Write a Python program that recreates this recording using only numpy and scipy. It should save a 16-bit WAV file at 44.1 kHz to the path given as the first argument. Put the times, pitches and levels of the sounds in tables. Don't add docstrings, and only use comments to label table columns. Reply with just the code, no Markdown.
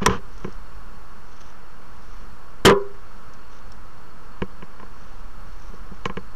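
import sys
import numpy as np
from scipy import signal
from scipy.fft import rfft, irfft
from scipy.io import wavfile
from scipy.ndimage import uniform_filter1d

SR = 44100
rng = np.random.default_rng(int(sys.argv[2]) if len(sys.argv) > 2 else 0)


def log_audio(samples):
    frames = np.atleast_2d(samples).T
    limited = np.clip(frames, -1, 1)
    pcm = np.round(limited * 32767).astype(np.int16)
    wavfile.write(sys.argv[1], SR, pcm)


N = 280035
T = np.arange(N) / SR
RING_T = T[:int(.7 * SR)]


def undb(db):
    return 10 ** (np.asarray(db) / 20)


def unit(x):
    return x / np.sqrt(np.mean(x ** 2))


def add(out, start_s, x):
    i = max(int(start_s * SR), 0)
    out[i:i + len(x)] += x[:N - i]


def colour(x, outline, peaks=()):
    f = np.fft.rfftfreq(len(x), 1 / SR) + 1
    hz, db = np.transpose(outline)
    gain = undb(np.interp(np.log(f), np.log(hz), db))
    for centre, width, peak_db in peaks:
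        gain *= 1 + (undb(peak_db) - 1) / np.hypot(1, 2 * (f - centre) / width) ** 2
    return irfft(rfft(x) * gain, len(x))


def noise(count, outline, peaks=()):
    return unit(colour(rng.standard_normal(count), outline, peaks))


def soften(x, corner_hz):
    return signal.sosfilt(signal.butter(2, min(corner_hz, SR / 3), fs=SR, output="sos"), x)


def grains(count, spread_db):
    clicks = rng.standard_normal(count)
    return unit(clicks * undb(spread_db * np.minimum(rng.exponential(size=count), 3)))


def wander(rate_hz):
    hold = int(SR / rate_hz)
    steps = np.repeat(rng.standard_normal(N // hold + 1), hold)
    return unit(uniform_filter1d(uniform_filter1d(steps, hold), hold)[:N])


def swell(length, t=RING_T):
    return np.sin(np.pi * np.clip(t / length, 0, 1))


def fade(t60):
    return np.exp(-np.log(1000) * RING_T / t60)


def ring(modes):
    return sum((-1) ** k * undb(db) * fade(t60) * np.sin(2 * np.pi * hz * RING_T)
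               for k, (hz, db, t60) in enumerate(modes))


# frequency in Hz, relative spectral density in dB.
TREE_SPECTRUM = [(100, -0.5), (300, -0.5), (490, 2.5), (660, -4), (900, 2.5), (1380, 1), (1700, -3),
                 (2000, -9.5), (2900, -12.5), (3500, -18.5), (4900, -21), (5500, -16), (7000, -33)]
# centre in Hz, width in Hz, gain in dB.
HOUSING_PEAKS = [(1105, 29, 6.5), (1310, 150, 4.5), (2825, 41, 4.5), (4380, 68, 15)]
def tree_wind(level_db=-48):
    return noise(N, TREE_SPECTRUM, HOUSING_PEAKS) * undb(level_db + 0.16 * wander(6.5))


# start in seconds, length in seconds, level in dB.
GUSTS = [(0, 1.07, -38.5), (2.05, 0.31, -41), (3.6, .25, -44), (4.7, 2.1, -42.5)]
def buffeting(steady_db=-44.5, flutter_db=-51.5):
    push = undb(steady_db) + sum(undb(db) * swell(length, T - start) for start, length, db in GUSTS)
    push_db = 20 * np.log10(push)
    flutter_gain = undb(flutter_db + 0.25 * (push_db - push_db.mean()) + wander(11))
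    rumble = noise(N, [(5, -15), (18, 13), (35, -1), (50, 3.5), (65, -11), (130, -46.5), (500, -86)])
    flutter = noise(N, [(40, -4), (90, 3), (150, -1.5), (210, -1), (280, -12.5), (1000, -35.5)])
    return rumble * push + flutter * flutter_gain


# frequency in Hz, relative spectral density in dB.
HISS_SPECTRUM = [(1000, 1.5), (7000, 1.5), (10000, -1.5), (15000, 0.5)]
def hiss(level_db=-64):
    return undb(level_db) * noise(N, HISS_SPECTRUM)


# frequency in Hz, relative spectral density in dB.
CONTACT_SPECTRUM = [(30, 5), (75, 6), (170, 9.5), (300, -2), (480, 7.5), (580, -10), (1100, 5),
                    (1550, -1.5), (2000, -11.5), (3100, -7.5), (3600, -17), (5000, -15), (6000, -10),
                    (8500, -29)]
def friction(length, corner_hz, skew=.7, trail=1.6):
    pressure = swell(0.95, (RING_T / length) ** skew) ** trail
    slips = colour(grains(len(RING_T), spread_db=5.5), CONTACT_SPECTRUM)
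    return unit(soften(slips, corner_hz)) * pressure


# start in seconds, length in seconds, level in dB.
SCUFFS = [(.005, 0.078, -30.5), (0.065, 0.15, -26), (.36, 0.3, -48.5)]
def gear_scuffs():
    out = np.zeros(N)
    for start, length, db in SCUFFS:
        add(out, start, undb(db) * friction(length, corner_hz=3400))
    return out


# frequency in Hz, level in dB, T60 in seconds.
HELMET_MODES = [(76, -24.5, 0.068), (107.5, -28, 0.098), (189.5, -19, 0.095), (295, -29.5, 0.055),
                (364, -22.5, 0.062), (440, -22.5, 0.057), (490, -24.5, 0.071), (920, -21, 0.023),
                (1057, -20.5, 0.058), (1150, -27.5, 0.014), (1644, -22, 0.03), (1920, -25.5, 0.031),
                (2210, -23.5, 0.037), (2440, -16, 0.0086), (2956, -18, 0.014), (4050, -28, 0.006),
                (4950, -41, 0.0052), (6660, -28, 0.015)]
def struck_helmet(spot_hz, neutral_hz=730, bass_db_per_octave=6.5):
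    bass_db = bass_db_per_octave * np.log2(neutral_hz / spot_hz)
    modes = []
    for hz, db, t60 in HELMET_MODES:
        shelf_db = bass_db / (1 + (hz / 600) ** 4)
        spot_db = 4 * np.exp(-10 * np.log2(hz / spot_hz) ** 2)
        modes.append((hz, db + shelf_db + spot_db, t60))
    return ring(modes)


# start in seconds, gain in dB, contact corner in Hz, spot pitch in Hz.
KNOCKS = [(.018, -13.5, 1800, 200), (.028, -10.5, 5000, 352), (.061, 11, 7500, 1460),
          (0.0794, -9, 1310, 111), (0.0966, -4, 2600, 910), (0.4451, -10, 1740, 350), (.475, -17, 800, 330),
          (4.4199, -6, 2960, 347), (4.624, -15.5, 2290, 600), (4.798, -19, 1690, 1000),
          (4.828, -13.5, 1060, 1030), (5.735, -22.5, 1000, 455), (5.916, -27.5, 700, 190),
          (6.055, -0.5, 5640, 1170), (6.097, -7, 1680, 1100), (6.1706, -8, 2700, 470)]
def helmet_knocks(grit_db=-20, grit_t60_s=.048):
    out = np.zeros(N)
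    for start, db, corner_hz, spot_hz in KNOCKS:
        grit = unit(colour(grains(len(RING_T), spread_db=-3), CONTACT_SPECTRUM))
        knock = struck_helmet(spot_hz) + undb(grit_db) * grit * fade(grit_t60_s)
        add(out, start, undb(db) * soften(knock, corner_hz))
    return out


# frequency in Hz, level in dB, T60 in seconds.
HOOK_MODES = [(996, 0.5, 0.031), (1310, 3, 0.015), (1800, 2, 0.0096), (3634, -8, 0.017), (5740, 3, 0.009),
              (8950, -22, 0.004)]
def saw_hook(start_s=.0622, gain_db=2.9):
    out = np.zeros(N)
    add(out, start_s, undb(gain_db) * ring(HOOK_MODES))
    return out


# frequency in Hz, level in dB, T60 in seconds.
TRUNK_MODES = [(85, -10, 0.12), (194.1, 3.5, 0.16), (245.4, 0.5, 0.064), (296, -8, 0.11), (379.9, -2, 0.29),
               (401.4, -0.5, 0.36), (482.2, -4, 0.23), (505, -14, 0.36), (535.4, -17.5, 0.32),
               (584, -32, 0.33), (995.6, -4, 0.23), (1079, -5.5, 0.23), (1181, -8.5, 0.2),
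               (1233, -15, 0.19), (1355, -26, 0.29), (1434, -27, 0.37), (1719, -8, 0.15),
               (3000, -11, 0.038)]
def saw_bump_and_sleeve(start_s=.079, trunk_db=-26, sleeve_thud_db=-22):
    out = np.zeros(N)
    sleeve_thud = friction(length=0.056, corner_hz=110)
    add(out, start_s, undb(trunk_db) * ring(TRUNK_MODES) + undb(sleeve_thud_db) * sleeve_thud)
    return out


# frequency in Hz, relative spectral density in dB.
ROPE_SPECTRUM = [(3500, -7), (5000, -13), (5500, -2.5), (6300, -5.5), (7200, -29), (12000, -25.5)]
# start in seconds, length in seconds, level in dB.
ROPE_PULLS = [(0.25, 0.33, -60), (1.99, 0.31, -65), (3.498, 0.12, -59), (4.97, 0.18, -67),
              (5.436, 0.41, -61.5)]
def rope_swishes(slack_db=-69.5, slack_spread_db=6):
    motion = undb(slack_db) * unit(undb(slack_spread_db * wander(7)))
    for start, length, db in ROPE_PULLS:
        add(motion, start, undb(db) * swell(length))
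    rubbing = unit(colour(grains(N, spread_db=8), ROPE_SPECTRUM))
    slips = unit(undb(3.2 * wander(200)))
    return motion * rubbing * slips


# start in seconds, level in dB.
ROPE_TICKS = [(.379, -47), (.525, -46), (3.336, -44.5), (3.7197, -42)]
def rope_ticks():
    out = np.zeros(N)
    spectrum = [(2500, -12), (4500, -4), (5500, 8.5), (8000, -12), (10000, -15), (15000, -34)]
    for start, db in ROPE_TICKS:
        add(out, start, undb(db) * noise(len(RING_T), spectrum) * fade(0.024))
    return out


# centre in Hz, level in dB, T60 in seconds.
TIMBER_BANDS = [(134, -4, 0.11), (417, 0, 0.17), (704, -27, 0.085), (1080, -9, 0.25), (1750, -21, 0.2),
                (2920, -22, 0.16), (5000, -22, 0.094)]
def trunk_ring(first_fibres_s=2.6502, freed_s=2.657):
    out = np.zeros(N)
    for hz, db, t60 in TIMBER_BANDS:
        band = [(hz / 2, -50), (hz * .8, 0), (hz * 1.2, 0), (hz * 2, -50), (hz * 10, -90)]
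        add(out, first_fibres_s, undb(db) * noise(len(RING_T), band) * fade(t60))
    add(out, freed_s, ring(TRUNK_MODES))
    return out


# frequency in Hz, relative spectral density in dB.
FIBRE_SPECTRUM = [(200, 1), (490, 7), (640, -8), (820, -7.5), (1050, 4.5), (2400, -5.5), (3050, 5.5),
                  (3700, -18), (12000, -5)]
def splinter(db, corner_at_0_db_hz=1780, db_per_octave=16.5, time_constant_s=0.0034):
    clicks = colour(grains(len(RING_T), spread_db=7.5), FIBRE_SPECTRUM)
    corner_hz = corner_at_0_db_hz * 2 ** (db / db_per_octave)
    return undb(db) * unit(soften(clicks, corner_hz)) * np.exp(-RING_T / time_constant_s)


# start in seconds, level in dB.
TEARS = [(2.653, 15.5), (2.697, -2), (2.715, -9.5)]
def hinge_tears(splinters=8, mean_gap_s=.0065, fall_db_per_s=641):
    out = np.zeros(N)
    for start, db in TEARS:
        gaps = mean_gap_s * rng.uniform(.5, 1.5, splinters)
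        for delay in np.cumsum(gaps) - gaps[0]:
            add(out, start + delay, splinter(db - fall_db_per_s * delay))
    return out


def scene():
    background = tree_wind() + buffeting() + hiss()
    gear = gear_scuffs() + helmet_knocks() + saw_hook() + saw_bump_and_sleeve()
    rope = rope_swishes() + rope_ticks()
    snap = trunk_ring() + hinge_tears()
    return (background + gear + rope + snap)[None]


def record(dry, ceiling=.41, offset=.064, corner_hz=12260, cutoff_hz=15650):
    oversampled = signal.resample_poly(dry, 4, 1, axis=1) + offset
    clipped = oversampled / (1 + (oversampled / ceiling) ** 16) ** (1 / 16)
    rounded = soften(signal.resample_poly(clipped - offset, 1, 4, axis=1), corner_hz)
    steep_lowpass = signal.ellip(10, .1, 80, cutoff_hz, fs=SR, output="sos")
    return offset + signal.sosfilt(steep_lowpass, rounded)


dry = scene()
out = record(dry)
log_audio(out)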